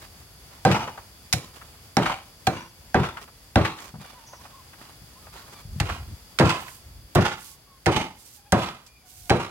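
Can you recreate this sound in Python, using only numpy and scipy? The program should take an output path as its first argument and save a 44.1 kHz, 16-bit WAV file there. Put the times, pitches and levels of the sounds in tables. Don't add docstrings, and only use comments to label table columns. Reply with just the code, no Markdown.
import sys
import numpy as np
from scipy import signal
from scipy.fft import rfft, irfft
from scipy.io import wavfile
from scipy.ndimage import uniform_filter1d, minimum_filter1d

SR = 44100
rng = np.random.default_rng(int(sys.argv[2]) if len(sys.argv) > 2 else 0)


def to_wav(sig):
    pcm = np.clip(np.atleast_2d(sig), -1, 1) * 32767
    pcm = np.round(pcm).astype(np.int16)
    wavfile.write(sys.argv[1], SR, pcm.T)


N = 418950
TIME = np.arange(N) / SR
AGE = np.arange(20480) / SR

# left lead in seconds, treble left minus right in dB for near sound, the same for far sound
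FIRST_SPOT, SECOND_SPOT = (0.00009, -5.5, 0.43), (-0.00011, -7, -7)
MOVE_S = 5.64


def undb(db):
    return 10 ** (np.asarray(db) / 20)


def unit(x):
    return x / np.sqrt(np.mean(x ** 2))


def fade(t60, delay=0):
    return (AGE >= delay) * np.exp(-np.log(1000) * np.maximum(AGE - delay, 0) / t60)


def swell(length, edge=0.019):
    return np.clip(np.minimum(AGE, length - AGE) / edge, 0, 1)


def wander(size, rate):
    knots = rng.standard_normal(4096)
    return 1.11 * np.interp(np.arange(size) / SR * rate, np.arange(len(knots)), knots)


def freqs(x):
    return np.maximum(np.fft.rfftfreq(x.shape[-1], 1 / SR), 1)


def grains(spread_db=0, channels=3, size=len(AGE)):
    sizes = rng.standard_normal((channels, size // 32 + 1))
    sizes = np.repeat(sizes, 32, axis=1)[:, :size]
    return rng.standard_normal((channels, size)) * undb(spread_db * sizes)


def colour(x, points, tilt_db=0):
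    hz, db = np.transpose(points)
    octave = np.log2(freqs(x))
    shape_db = np.interp(octave, np.log2(hz), db) + tilt_db * octave
    return unit(irfft(rfft(x) * undb(shape_db), x.shape[-1]))


def band(x, hz, width):
    f = freqs(x)
    detune = (f - hz ** 2 / f) / (0.98 * width)
    return unit(irfft(rfft(x) / (1 + detune ** 2), x.shape[-1]))


def comb(x, depth_db, rate):
    z = rfft(x)
    return unit(irfft(z * undb(depth_db * wander(z.shape[-1], rate)), x.shape[-1]))


def ring(modes, pitch=1, scatter=0.022):
    total = 0
    for hz, db, t60 in modes:
        level_chance, pitch_chance = rng.standard_normal(2)
        mode_hz = hz * pitch * (1 + scatter * pitch_chance)
        total = total + undb(db + level_chance) * fade(t60) * np.sin(2 * np.pi * mode_hz * AGE)
    return np.sqrt(2) * total


def place(x, s, diffuse=0.0, far=False, shadow_hz=1400, blur_hz=800, bass_share=0.045):
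    lead, near_db, far_db = FIRST_SPOT if s < MOVE_S else SECOND_SPOT
    z, f = rfft(x), freqs(x)
    if x.ndim == 2:
        treble = f ** 2 / (f ** 2 + blur_hz ** 2)
        own = np.clip(diffuse * (bass_share + (1 - bass_share) * treble), 0, 1)
        z = z[0] * np.sqrt(1 - own) + z[1:] * np.sqrt(own)
    pan_db = (far_db if far else near_db) * f ** 2 / (f ** 2 + shadow_hz ** 2)
    pan_db = pan_db + 0.93 / (1 + (f / 350) ** 2)
    side = np.array([[0.5], [-0.5]])
    return irfft(z * undb(side * pan_db) * np.exp(2j * np.pi * f * lead * side), x.shape[-1])


def add(out, s, x):
    i = int(s * SR)
    x = x * np.minimum(np.arange(x.shape[-1])[::-1] / 900, 1)
    out[:, i:i + x.shape[-1]] += x[..., :N - i]


def background():
    # frequency in Hz, density in dB per Hz
    air_colour = [(25, -13), (50, 6), (110, 0.5), (200, -7.5), (400, -12.5), (750, -13), (1500, -16),
                  (3000, -17.5), (4000, -19.5), (6300, -18.5), (9000, -21.5), (13000, -27), (16000, -18)]
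    # centre in Hz, nominal width in Hz, level at the start in dB
    hiss_bands = [(3435, 200, -67.5), (4740, 690, -58.5), (11180, 1100, -59.5)]
    # time in seconds, level in dB
    air_level = [(0, -48.5), (1.999, -49.5), (4, -51.5), (5.6, -48), (6.5, -49), (7.7, -54), (8.9, -55.5),
                 (9.5, -56)]
    air = place(colour(grains(size=N), air_colour), 0, diffuse=0.92, far=True)
    air = air * undb(0.9 * wander(N, 19))
    hiss = sum(undb(db) * band(grains(channels=2, size=N), hz, width) for hz, width, db in hiss_bands)
    s, db = np.transpose(air_level)
    return (air * undb(db[0]) + hiss) * undb(np.interp(TIME, s, db) - db[0])


def note(length, start_hz, glide, rough):
    u = np.clip(AGE / length, 0, 1)
    waver = rough * wander(len(AGE), start_hz / 6)
    hz = start_hz * (1 + glide * u) * (1 + 0.0179 * np.sin(np.pi * u) + waver)
    flutter = undb(3.5 * wander(len(AGE), 55))
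    return 2 * np.pi * np.cumsum(hz) / SR, flutter * swell(length, edge=0.016)


def chirps(out):
    # start in seconds, length in seconds, level in dB
    chirp_rows = [(1.356, .16, -54), (2.502, 0.21, -50), (4.258, 0.16, -49)]
    for s, length, db in chirp_rows:
        phase, envelope = note(length, start_hz=6170, glide=-0.08, rough=0.074)
        add(out, s, undb(db) * envelope * fade(1) * np.sin(phase))


def far_calls(out):
    # start in seconds, length in seconds, start pitch in Hz, glide as a share of the pitch,
    # level in dB, first overtone in dB relative to the fundamental
    call_rows = [(3.99, 0.16, 1192, -.05, -58.5, 1.5), (4.13, 0.14, 1020, -0.15, -54, -16),
                 (4.28, 0.095, 880, .12, -56.5, -15), (4.379, 0.051, 900, .13, -53, -21),
                 (4.509, 0.12, 1080, -0.054, -53.5, -26), (5.15, .05, 963, 0.12, -53.5, -21),
                 (5.194, 0.2, 1265, -.13, -61, -14), (5.4, 0.06, 1040, 0.074, -55, -15),
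                 (5.53, 0.093, 1200, -0.103, -54, -4), (7.43, .14, 1153, -.07, -62, -16),
                 (7.66, 0.13, 1113, -0.054, -60, -16), (8.36, 0.22, 830, -.07, -61.5, -8.5),
                 (8.87, 0.165, 2400, -0.035, -62, -19), (9.024, 0.34, 752, -0.07, -64.5, -9.5)]
    overtone_step_db = -1.5
    for s, length, hz, glide, db, overtone_db in call_rows:
        phase, envelope = note(length, hz, glide, rough=0.025)
        overtones = sum(undb(overtone_db + overtone_step_db * k) * np.sin((k + 2) * phase) for k in range(3))
        add(out, s, undb(db) * envelope * (np.sin(phase) + overtones))


def rumbles(out):
    # start in seconds, end in seconds, level in dB
    rumble_rows = [(5.657, 5.773, -36.5), (5.85, 6.16, -39), (6.831, 7.08, -44), (9.138, 9.288, -49)]
    # frequency in Hz, density in dB per Hz
    rumble_colour = [(20, -17), (50, 8), (90, 5), (170, -12), (300, -20), (800, -54)]
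    for s, end, db in rumble_rows:
        lurch = undb(3 * wander(len(AGE), 25))
        rumble = colour(grains(), rumble_colour) * lurch * swell(end - s, edge=0.029)
        add(out, s, undb(db) * place(rumble, s, diffuse=0.795))


def peeler(out):
    # start in seconds, end in seconds, level in dB
    stroke_rows = [(6.548, 6.828, -50), (7.352, 7.575, -47.5), (8.151, 8.429, -51), (9.045, 9.335, -49)]
    # frequency in Hz, density in dB per Hz
    peel_colour = [(1000, -19.5), (3000, -3.5), (6000, 1), (8000, 1), (11000, 0), (14000, -0.5),
                   (16000, -7)]
    for s, end, db in stroke_rows:
        pressure = undb(1.3 * wander(len(AGE), 53.5)) * swell(end - s, edge=0.063)
        scrape = colour(grains(spread_db=3), peel_colour) * pressure
        add(out, s, undb(db) * place(scrape, s, diffuse=0.91, far=True))


def dragged_meat(out):
    # start in seconds, length in seconds, level in dB
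    drag_rows = [(0, 0.076, -48.5), (0.497, 0.11, -51.5), (1.53, 0.45, -51), (3.203, 0.065, -45.5),
                 (3.764, 0.15, -42), (3.99, 0.39, -45.5), (4.393, 0.37, -52), (4.775, 0.174, -47),
                 (5.321, 0.18, -45.5), (5.491, 0.14, -47)]
    # frequency in Hz, density in dB per Hz
    flesh_colour = [(100, -2), (500, -0.5), (1100, 5), (1900, -2), (2600, -3.5), (5000, -6.5),
                    (16000, -18.5)]
    for s, length, db in drag_rows:
        sticking = undb(3 * wander(len(AGE), 80))
        pull = swell(length, edge=0.02) * fade(1.46) * sticking
        friction = comb(colour(grains(spread_db=4.5), flesh_colour), depth_db=1.5, rate=400)
        add(out, s, undb(db) * place(friction * pull, s, diffuse=0.8))


def taps(out):
    # time in seconds, level in dB, centre in Hz
    tap_rows = [(0.713, -18, 2000), (.751, -21, 1050), (0.806, -41, 1520), (.875, -27, 865),
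                (.975, -33.5, 850), (1.613, -40.5, 1150), (2.058, -17, 1080), (2.095, -18.5, 900),
                (3.031, -22, 1210), (3.169, -29.5, 1160), (3.276, -40.5, 940), (3.647, -18.5, 1530),
                (3.785, -36.5, 1930), (3.941, -38.5, 620), (4.043, -40, 910), (4.331, -39, 880),
                (4.452, -40.5, 950), (4.731, -43.5, 1390), (5.267, -45, 950), (5.48, -43.5, 775),
                (5.8, -23, 1600), (5.889, -24.5, 1028), (6.408, -14.5, 900), (6.492, -22, 2350),
                (6.679, -38, 1470), (7.153, -15, 850), (8.863, -44.5, 5000)]
    for s, db, hz in tap_rows:
        tap = band(grains(spread_db=4.5), hz, 1.2 * hz) * fade(0.1) * (1 - fade(0.0099))
        add(out, s, undb(db) * place(tap, s, diffuse=0.63, far=True))


def heave(s, db, hz, t60):
    phase = 2 * np.pi * hz * AGE
    rock = np.sin(phase) + undb(-4) * np.sin(0.77 * phase) + undb(-4.5) * np.sin(1.3 * phase)
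    sway = undb(-16.5) * np.sin(phase) * np.array([[1], [-1]])
    push = undb(db) * fade(t60) * (1 - fade(0.031))
    return place(rock * push, s) + sway * push


def thuds(out):
    # time in seconds, level in dB, main rocking mode in Hz
    thud_rows = [(0.709, -11.5, 135.5), (2.999, -13, 134), (3.61, -14, 112), (3.939, -28.5, 159.4),
                 (3.985, -30.5, 150), (5.016, -38, 131), (5.651, -29.5, 109), (5.76, -22, 138),
                 (6.442, -6, 132), (7.197, -11, 126)]
    for s, db, hz in thud_rows:
        add(out, s, heave(s, db, hz, t60=0.13))


def crack(s, db, t60, tilt_db):
    # frequency in Hz, density in dB per Hz
    bone_colour = [(300, -19.5), (900, 0.5), (2200, 7.5), (3500, 3.5), (6000, 1.5), (10000, -5),
                   (16000, -15.5)]
    # mode in Hz, level in dB, t60 in seconds
    blade_modes = [(2320, -15, 0.39), (2660, -17.5, 0.18), (4070, -2.5, 0.13), (4430, -9.5, 0.1),
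                   (4840, -29.5, 0.053), (5470, -21.5, 0.081), (8850, -26.5, 0.055), (9460, -32, 0.04),
                   (15750, -31.5, 0.075)]
    fractures = comb(colour(grains(spread_db=4.5), bone_colour, tilt_db), depth_db=4.0, rate=990)
    tail = undb(-25) * fade(0.35)
    burst = fractures * (fade(t60) + tail) * (1 - fade(0.0018))
    steel = undb(-21.5) * place(ring(blade_modes, scatter=0.0049), s)
    return undb(db) * (place(burst, s, diffuse=0.54) + steel)


def block_ring(knock_db, body_db, pitch):
    # mode in Hz before pitch factor and chance, level in dB before chance, t60 in seconds
    block_modes = [(205.6, -6, 0.19), (337.4, -7.5, 0.37), (470, -11, 0.066), (574.4, 2, 0.063),
                   (724, -9.5, 0.13), (740.7, 0.5, 0.037), (1170, -13, 0.033), (1502, -1.5, 0.025),
                   (1814, -35.5, 0.017)]
    body_top_hz = 640
    knock = ring([m for m in block_modes if m[0] > body_top_hz], pitch) * (1 - fade(0.0056))
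    body = ring([m for m in block_modes if m[0] < body_top_hz], scatter=0.031) * (1 - fade(0.068))
    return -undb(knock_db) * knock - undb(body_db) * body


def clatter(s, db, ring_out):
    # frequency in Hz, density in dB per Hz
    clatter_colour = [(30, -26), (60, -7), (130, 6.5), (260, 1), (420, -0.5), (650, -3), (1000, -8),
                      (1600, -13.5), (2500, -21.5), (5000, -34.5), (16000, -67.5)]
    noise = comb(colour(grains(), clatter_colour), depth_db=1.5, rate=1400)
    noise = noise * fade(0.29 * ring_out) * (1 - fade(0.0058))
    return undb(db) * place(noise, s, diffuse=0.46)


def wall_echo(s, db, ring_out):
    # delay in seconds, level in dB relative to the echo, t60 in seconds before the ring-out factor
    wall_rows = [(.004, -9.5, 0.41), (0.047, -1.5, 0.49), (0.09, 1, 0.33), (.14, -6, .25),
                 (0.198, -50, 0.39)]
    # frequency in Hz, density in dB per Hz
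    yard_colour = [(40, -5.5), (130, 2), (300, -5), (550, -5.5), (950, 3.5), (1400, -1.4), (2000, -6.5),
                   (2700, -4.5), (4200, -12.5), (8000, -23), (12000, -32), (16000, -35)]
    power = 0
    for delay, wall_db, t60 in wall_rows:
        onset = np.clip((AGE - delay) / 0.0074, 0, 1)
        power = power + (undb(wall_db) * fade(t60 * ring_out, delay) * onset) ** 2
    clumps = undb(1.9 * wander(len(AGE), 220))
    noise = comb(colour(grains(spread_db=1.0), yard_colour), depth_db=3.5, rate=1100)
    return undb(db) * place(noise * np.sqrt(power) * clumps, s, diffuse=0.61, far=True)


def chops(out):
    # time the edge meets wood in seconds, force in dB, knock in dB, knock pitch factor, heave in dB,
    # heave in Hz, bite in dB, echo in dB, ring-out factor, lead of the bone split in seconds, bone in dB,
    # bone tilt in dB per octave
    chop_rows = [(0.651, -12.5, -4, 1.036, -21, 128, -34, -23.5, 1.24, 0.00089, -8.5, -1.5),
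                 (1.334, -33.5, -27.5, 1.02, -16, 119.4, -14.5, -51, 1.2, 0.0071, -7, 2),
                 (1.970, -15, -14.5, 1.04, -22, 118, -40, -23, 0.95, .0015, -12, -2.5),
                 (2.4725, -20, -11, 1.04, -25.5, 110, -18, -33.5, 0.89, 0.0037, -13, -1),
                 (2.9445, -13, -8, 1.03, -16, 110, -33, -29.5, 0.97, 0.00084, -21, 0),
                 (3.5583, -12, -8.5, 1.06, -8.5, 110, -19, -27.5, 0.99, 0.00093, -9, -3.5),
                 (5.804, -30.5, -26.5, 1.15, -12, 97, -22, -31, 0.97, .0035, -16, -0.5),
                 (6.3975, -9.5, -19, 1.05, -15, 111, -8, -20.5, 1.034, 0.01, -16, -2.5),
                 (7.157, -11, -15, 0.962, -9, 106, -25.5, -23.5, 1.004, 0.007, -20, 4.5),
                 (7.865, -14, -14, 1.08, -9.5, 112, -16, -20, 0.91, 0.0054, -16, -1.5),
                 (8.526, -13, -11.5, 1.05, -11.5, 113.3, -21.5, -26.5, 1.044, 0.0047, -16, 2),
                 (9.303, -12.5, -8, 1.06, -12.5, 111.6, -7.5, -29.5, 1.01, 0.0067, -14.5, -3)]
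    crunch_stretch = 3.2
    for (s, force_db, knock_db, pitch, heave_db, heave_hz,
         bite_db, echo_db, ring_out, lead, bone_db, tilt_db) in chop_rows:
        add(out, s - lead, crack(s, bone_db, 0.014 + crunch_stretch * lead, tilt_db))
        add(out, s, crack(s, bite_db, 0.018, tilt_db - 1.6))
        add(out, s, place(block_ring(knock_db, force_db - 3.5, pitch), s))
        add(out, s + 0.003, heave(s, heave_db, heave_hz, t60=0.14))
        add(out, s, clatter(s, force_db + 1.2, ring_out))
        add(out, s, wall_echo(s, echo_db, ring_out))


def scene():
    out = background()
    for source in (chirps, far_calls, rumbles, peeler, dragged_meat, taps, thuds, chops):
        source(out)
    return out


def record(dry, ceiling=0.64, low_cut_hz=44, top_hz=16000):
    dry = signal.sosfilt(signal.butter(2, low_cut_hz, "high", fs=SR, output="sos"), dry)
    gain = ceiling / np.maximum(np.abs(dry).max(axis=0), ceiling)
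    gain = uniform_filter1d(minimum_filter1d(gain, size=200), size=200)
    return signal.sosfilt(signal.ellip(10, 0.2, 70, top_hz, fs=SR, output="sos"), dry * gain)


dry = scene()
out = record(dry)
to_wav(out)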